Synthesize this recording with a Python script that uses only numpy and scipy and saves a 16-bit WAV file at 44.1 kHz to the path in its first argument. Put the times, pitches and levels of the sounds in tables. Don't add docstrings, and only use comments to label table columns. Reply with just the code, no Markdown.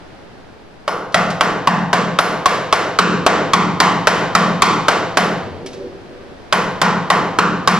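import sys
import numpy as np
from scipy import signal
from scipy.fft import rfft, irfft, next_fast_len
from scipy.io import wavfile
from scipy.ndimage import uniform_filter1d

SR = 44100
rng = np.random.default_rng(int(sys.argv[2]) if len(sys.argv) > 2 else 0)


def transcribe(signal):
    frames = np.atleast_2d(signal).T
    limited = np.clip(frames, -1, 1)
    pcm = np.round(limited * 32767).astype(np.int16)
    wavfile.write(sys.argv[1], SR, pcm)


N = 343539

HUSH_SPECTRUM = [(25, -8), (55, -1), (80, -2), (220, 0), (500, -1), (740, -3), (1000, -8), (1600, -10),
                 (2500, -16), (5000, -22), (7200, -33), (11000, -39), (14000, -58)]
HUSH_LEVEL = [(0, -40), (.7, -43), (7.79, -39)]
RUMBLE_SPECTRUM = [(15, 5), (30, -5), (50, -11), (100, -27), (300, -45)]
ROOM_DECAY = [(100, 3), (200, 1.66), (560, 1.45), (1400, 0.74), (4000, 0.88), (10000, 0.55)]
REFLECTIONS = [(.0046, -17.5), (.0072, -15.5), (0.0192, -20), (0.026, -22), (.038, -22.5)]
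ECHO_SPECTRUM = [(30, -45), (65, -33), (100, -13.5), (140, -7), (200, -4), (270, -4), (700, -2.5),
                 (1120, 2.5), (1600, 0), (2500, -8.5), (5000, -16.5), (7500, -19), (11000, -46),
                 (13500, -41)]
PORT_BALANCE = [(25, 4), (50, -3), (90, 9.5), (180, 1), (330, -1), (1000, 0.4), (5000, -0.5), (10000, 0)]

SCUFF_STROKES = [(5.67, 0.076, -32), (5.87, 0.1, -31.5), (6.13, 0.034, -37.5), (6.29, 0.09, -43)]
WOOD_MODES = [(253, 50, -8), (352.5, 29, -3.5), (392, 4, 7.5), (450, 57, -16), (486, 11, 0.5),
              (568, 19, -4), (671, 11, -13)]
BUMP_SPECTRUM = [(50, -37), (76, -14), (88, 10), (105, -10), (150, -35), (600, -88)]
CHIP_TICKS = [(1.123, -38), (1.303, -24.5), (5.662, -28), (5.732, -36)]
TICK_SPECTRUM = [(300, -20), (1500, -13), (2700, -10.5), (5500, -10.5), (7500, -20), (11000, -24),
                 (15000, -31)]

# start_s, force_db, stand_boom_db, block_thud_db, chisel_ring_db, grit_db, shaft_ping_db,
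# rebound_s, rebound_ratio
MALLET_BLOWS = [(0.8784, -10.5, -4.5, 9, 7.5, -3.5, 9, 0.0014, 0.38),
                (1.1442, 1.0, 1.5, -2.5, -2.0, -4.5, -2, 0.0015, 0.51),
                (1.409, -0.5, -3.5, 1, -0.5, -4, 2, 0.00064, 0.07),
                (1.6728, 0, 5, -2.5, -0.5, -7.5, 1, 0.0011, 0.53),
                (1.9302, -1.5, 4.5, 0, -1, -1.5, -4, 0.0018, 0.3),
                (2.188, -0.5, -3.5, 1.5, 0.5, -1.5, 8, 0.0014, 0.18),
                (2.458, -1.5, -4.5, -0.5, -1, 0.5, -1.5, 0.0018, 0.35),
                (2.7265, -0.5, -10.0, 1.5, -1.5, -0.5, 1, 0.0014, 0.15),
                (2.9883, 1.5, 1.5, 3.5, -2.5, -0.5, -22, 0.00074, 0.6),
                (3.264, 2.5, -5, 2.5, -2, -2, -5, 0.0014, 0.05),
                (3.5344, -1.0, 3.5, 3, 0, -0.5, -9, 0.00089, 0.62),
                (3.8022, 1.5, -1, 1.5, 0.5, -0.5, 0, 0.001, 0.42),
                (4.0714, 3, -1, -1.5, -2.5, -1.5, -1, 0.002, 0.21),
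                (4.351, 0.0, 6.5, 0, 2, 0, 0, 0.00162, 0.22),
                (4.6208, -0.5, -2.5, 3.5, 1.5, 3.5, -2, 0.000877, 0.59),
                (4.8832, -1.5, -6, 2.5, 0.5, 1.0, -2, 0.0014, 0.18),
                (5.1716, 0, 1.5, 0.5, -2.5, -2, 3.5, 0.0014, 0.06),
                (6.5255, -0.5, 1, -1.5, -1, -2.5, 0.5, 0.002, 0.25),
                (6.8159, 0.0, 6.5, -3.5, 1.5, -3, 1, 0.0021, 0.27),
                (7.1019, 1.0, -2.5, 1, -0.5, -5, 4, 0.001, 0.23),
                (7.3874, 0, 0.5, 1, -1, -5, -9, 0.00073, 0.56),
                (7.675, -0.5, 5.5, -2, 0, 0, 2.5, 0.00085, 0.15)]
KNOCK_MODES = [(480, -38, 0.043, 0.0055), (613, -1.5, 0.029, 0.0053), (726, -13.5, 0.1, 0.012),
               (800, -38, 0.077, 0.0086), (990, -11.5, 0.028, 0.0011), (1121, -6.5, 0.034, 0.00013),
               (1307, -1.5, 0.02, 0.00045), (1564, -18.5, 0.07, 0.00038), (1862, -15.5, 0.039, 0.0015),
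               (2300, -17.5, 0.014, 0.000071), (3310, -14, 0.019, 0.00019), (4810, -9.5, 0.011, 0.00038)]
RING_MODES = [(83.9, -19.5, 2.2), (177.5, -6, 0.91), (195.3, -9.5, .9), (436, -2.5, 0.63), (486, -4, 1.04),
              (613, -6.5, 0.58), (662, -15.5, 1.2), (717, -9.5, 1), (753, -7, 1.3), (980, -12, 0.48),
              (1042, 1.5, 0.56), (1142.5, 1, 0.8), (1230, -26, .8), (1280, -18, 0.48), (1460, -4, .6),
              (1546, -11.5, 0.66), (1794, -8, 0.46), (1857, -6, 0.78), (2003, -9, 0.56), (3040, -12, 0.87),
              (3140, -14, 0.98), (4200, -19, 0.64), (4470, -24, 2.1), (5340, -17, 0.77)]
SHAFT_MODES = [(3100, 100, -3), (4210, 70, -6.5), (5280, 410, -9.5), (6900, 340, -22), (10500, 600, -10.5)]
STAND_SWELLS = [(0.013, 0.0034, -4), (0.035, 0.0063, -5), (.07, 0.011, 0.5), (0.111, 0.018, -13),
                (0.137, 0.0086, -7), (.161, .009, -1.5), (0.203, 0.011, -6), (.25, 0.016, -21)]
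CRUSH_SPECTRUM = [(40, -18), (300, -3), (1100, 2.5), (2200, -2), (4500, -4.5), (7000, -10), (11000, -16.5),
                  (15000, -14)]
CRUMB_SPECTRUM = [(1000, -21), (2800, -4), (5200, 0), (7500, -12), (11000, -19), (15000, -35)]
BLOW_COLOUR = [(90, -1), (180, 1.5), (470, 2), (2600, 0.92), (6000, -1), (10500, -2.5)]
# freq_hz, db_per_db
BOOM_BAND = [(110, 0.01), (165, 1), (220, 1), (320, 0.031)]
THUD_BAND = [(220, 0.15), (330, 1), (470, 0.98), (800, 0.0077)]
CLANG_BAND = [(750, 0), (1080, 1), (1220, 0.76), (1700, 0)]
GRIT_BAND = [(1500, 0.14), (4000, 0.95)]


def amp(db):
    return 10 ** (np.asarray(db) / 20)


def unit(x):
    return x / np.sqrt(np.mean(x ** 2) + 1e-20)


def along(points, hz):
    points_hz, values = np.transpose(points)
    return np.interp(np.log(hz + 1), np.log(points_hz + 1), values)


def filtered(x, response):
    n = x.shape[-1]
    padded = next_fast_len(n + 8192)
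    return irfft(rfft(x, padded) * response(np.fft.rfftfreq(padded, 1 / SR)), padded)[..., :n]


def noise(spectrum, shape):
    return unit(filtered(rng.standard_normal(shape), lambda hz: amp(along(spectrum, hz))))


def fade(t, t60_s):
    return np.exp(-np.log(1000) * t / t60_s)


def add(track, start_s, sound):
    start = max(0, round(start_s * SR))
    n = min(sound.shape[-1], track.shape[-1] - start)
    track[..., start:start + n] += sound[..., :n]


def spread(pair, side_db):
    return pair[0] + amp(side_db) * np.array([pair[1], -pair[1]])


def resonances(modes, hz):
    return sum((-1) ** k * amp(db) * 1j * hz * width_hz / (mode_hz ** 2 - hz ** 2 + 1j * hz * width_hz)
               for k, (mode_hz, width_hz, db) in enumerate(modes))


def room_tone():
    gain = amp(np.interp(np.arange(N) / SR, *np.transpose(HUSH_LEVEL)))
    hush = gain * spread(noise(HUSH_SPECTRUM, (2, N)), side_db=-3)
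    return hush + amp(-49) * noise(RUMBLE_SPECTRUM, (2, N))


def reverberation(spectrum, t):
    hz, frame_s, bands = signal.stft(noise(spectrum, (2, len(t))), SR, nperseg=512)
    decay = fade(frame_s, along(ROOM_DECAY, hz)[:, None])
    tail = signal.istft(bands * decay, SR, nperseg=512)[1][:, :len(t)]
    return spread(tail, side_db=-11.5) * (1 - np.exp(-t / 0.019))


def stroke(peak_s, rise_s, t60_s):
    t = np.arange(N) / SR - peak_s
    return np.exp(-(np.minimum(t, 0) / rise_s) ** 2) * fade(np.maximum(t, 0), t60_s)


def scuff():
    soft_wood = lambda hz: resonances(WOOD_MODES, hz) / (1 + (hz / 900) ** 4)
    rub = unit(filtered(rng.standard_normal((2, N)), soft_wood))
    pressure = sum(amp(db) * stroke(peak_s, rise_s, t60_s=0.74) for peak_s, rise_s, db in SCUFF_STROKES)
    bump = amp(-32) * stroke(peak_s=5.5, rise_s=0.058, t60_s=0.7) * noise(BUMP_SPECTRUM, N)
    return pressure * spread(rub, side_db=-20) + bump


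def chips(room_db, t60_s):
    out, t = np.zeros((2, N)), np.arange(SR // 2) / SR
    for start_s, db in CHIP_TICKS:
        tick = fade(t, t60_s) * noise(TICK_SPECTRUM, len(t))
        add(out, start_s, amp(db) * (tick + amp(room_db) * reverberation(TICK_SPECTRUM, t)))
    return out


def stand_boom(t, pitch_hz, rough_rad):
    delay_s, width_s, db = np.transpose(STAND_SWELLS)[:, :, None]
    swells = np.sum(amp(db) * np.exp(-((t - delay_s) / width_s) ** 2), axis=0)
    waver = noise([(10, 0), (30, 0), (100, -40)], (2, len(t)))
    return swells * np.sin(2 * np.pi * pitch_hz * t + rough_rad * waver)


def sinking_echo(t, start_hz, end_hz, glide_s, t60_s, rough_rad):
    hz = end_hz + (start_hz - end_hz) * np.exp(-t / glide_s)
    waver = noise([(20, 0), (60, 0), (200, -40)], len(t))
    envelope = fade(t, t60_s) * (1 - np.exp(-t / 0.016))
    return envelope * np.sin(2 * np.pi * np.cumsum(hz) / SR + rough_rad * waver)


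def crumbs(t, rate_per_s, t60_s):
    grains = (rng.random(len(t)) < rate_per_s / SR) * rng.laplace(size=len(t))
    return fade(t, t60_s) * unit(filtered(grains, lambda hz: amp(along(CRUMB_SPECTRUM, hz))))


def shaft_ping(t, t60_s, scatter_db):
    modes = [(hz, width_hz, db + scatter_db * rng.standard_normal()) for hz, width_hz, db in SHAFT_MODES]
    pair = filtered(rng.standard_normal((2, len(t))), lambda hz: resonances(modes, hz))
    return fade(t, t60_s) * spread(pair, side_db=-39)


def knock(t, crush_db, crush_t60_s):
    hz, db, t60_s, rise_s = np.transpose(KNOCK_MODES)[:, :, None]
    detune, scatter = rng.standard_normal((2, len(KNOCK_MODES), 1))
    sign = (-1) ** np.arange(len(KNOCK_MODES))[:, None]
    envelope = amp(db + 4.1 * scatter) * fade(t, t60_s) * (1 - np.exp(-t / rise_s))
    modes = sign * envelope * np.sin(2 * np.pi * hz * (1 + 0.01 * detune) * t)
    crush = spread(noise(CRUSH_SPECTRUM, (2, len(t))), side_db=-11)
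    direct = modes.sum(0) + amp(crush_db) * fade(t, crush_t60_s) * crush
    out = direct.copy()
    for delay_s, wall_db in REFLECTIONS:
        add(out, delay_s, amp(wall_db) * direct)
    return out


def bite(hz, force_db, boom_db, thud_db, clang_db, grit_db):
    return amp(force_db + along(BLOW_COLOUR, hz)
               + boom_db * along(BOOM_BAND, hz) + thud_db * along(THUD_BAND, hz)
               + clang_db * along(CLANG_BAND, hz) + grit_db * along(GRIT_BAND, hz))


def rebound(hz, delay_s, ratio, cutoff_hz=2930):
    bounce = ratio / (1 + (hz / cutoff_hz) ** 2) * np.exp(-2j * np.pi * hz * delay_s)
    return (1 + bounce) / np.sqrt(1 + np.abs(bounce) ** 2 / 2)


def chiselling(knock_db, room_db, ring_db, shaft_db, sink_db, stand_db, crumbs_db, fresh_share):
    out, t = np.zeros((2, N)), np.arange(SR * 5 // 4) / SR
    mode_hz, mode_db, t60_s = np.transpose(RING_MODES)[:, :, None]
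    envelope = amp(mode_db) * fade(t, t60_s) * (1 - np.exp(-t * mode_hz / 8))
    modes = envelope * np.sin(2 * np.pi * (mode_hz * t + rng.random(mode_hz.shape)))
    common_tail = np.sqrt(1 - fresh_share) * reverberation(ECHO_SPECTRUM, t)
    answer = amp(stand_db) * stand_boom(t, pitch_hz=178.1, rough_rad=0.13)
    sink = sinking_echo(t[:SR // 3], start_hz=918, end_hz=379.2, glide_s=0.055, t60_s=0.19, rough_rad=1)
    add(answer, 0, amp(sink_db) * sink)
    for start_s, force_db, boom_db, thud_db, clang_db, grit_db, ping_db, rebound_s, ratio in MALLET_BLOWS:
        room = common_tail + np.sqrt(fresh_share) * reverberation(ECHO_SPECTRUM, t)
        ring = amp(0.82 * rng.standard_normal(len(RING_MODES))) @ modes
        blow = amp(room_db) * room + amp(ring_db) * ring + answer
        add(blow, 0, amp(knock_db) * knock(t[:SR // 6], crush_db=-5, crush_t60_s=0.05))
        add(blow, 0, amp(shaft_db + ping_db) * shaft_ping(t[:SR // 2], t60_s=0.52, scatter_db=2))
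        add(blow, 0, amp(crumbs_db + grit_db) * crumbs(t[:SR // 3], rate_per_s=740, t60_s=0.4))
        colour = lambda hz: bite(hz, force_db, boom_db, thud_db, clang_db, grit_db)
        add(out, start_s, filtered(blow, lambda hz: colour(hz) * rebound(hz, rebound_s, ratio)))
    return out


def ports(x, lag_s):
    half = np.array([[0.5], [-0.5]])
    balance = lambda hz: amp(half * along(PORT_BALANCE, hz))
    return filtered(x, lambda hz: balance(hz) * np.exp(-2j * np.pi * hz * lag_s * half))


def scene():
    blows = chiselling(knock_db=1.5, room_db=-12, ring_db=-23.5, shaft_db=-8, sink_db=-9,
                       stand_db=-19, crumbs_db=-28, fresh_share=0.13)
    low_cut = signal.butter(2, 55, "highpass", fs=SR, output="sos")
    mix = signal.sosfilt(low_cut, blows) + chips(room_db=-14, t60_s=0.11) + scuff() + room_tone()
    return ports(mix, lag_s=3.8e-5)


def gain_control(x, threshold_db, release_db_per_s, attack_s):
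    power = np.abs(uniform_filter1d(np.mean(x ** 2, axis=0), size=88))
    excess_db = np.maximum(10 * np.log10(power + 1e-12) - threshold_db, 0)
    ramp_db = release_db_per_s * np.arange(N) / SR
    held_db = np.maximum.accumulate(excess_db + ramp_db) - ramp_db
    pole = np.exp(-1 / (attack_s * SR))
    return x * amp(-signal.lfilter([1 - pole], [1, -pole], held_db))


def record(dry):
    ducked = gain_control(dry, threshold_db=-2.5, release_db_per_s=40.5, attack_s=0.019)
    clipped = ducked / (1 + np.abs(ducked) ** 8) ** (1 / 8)
    rolloff_hz, top_hz = 12600, 15400
    band_limit = lambda hz: 1 / np.sqrt((1 + (hz / rolloff_hz) ** 20) * (1 + (hz / top_hz) ** 120))
    return filtered(clipped, band_limit)


dry = scene()
out = record(dry)
transcribe(out)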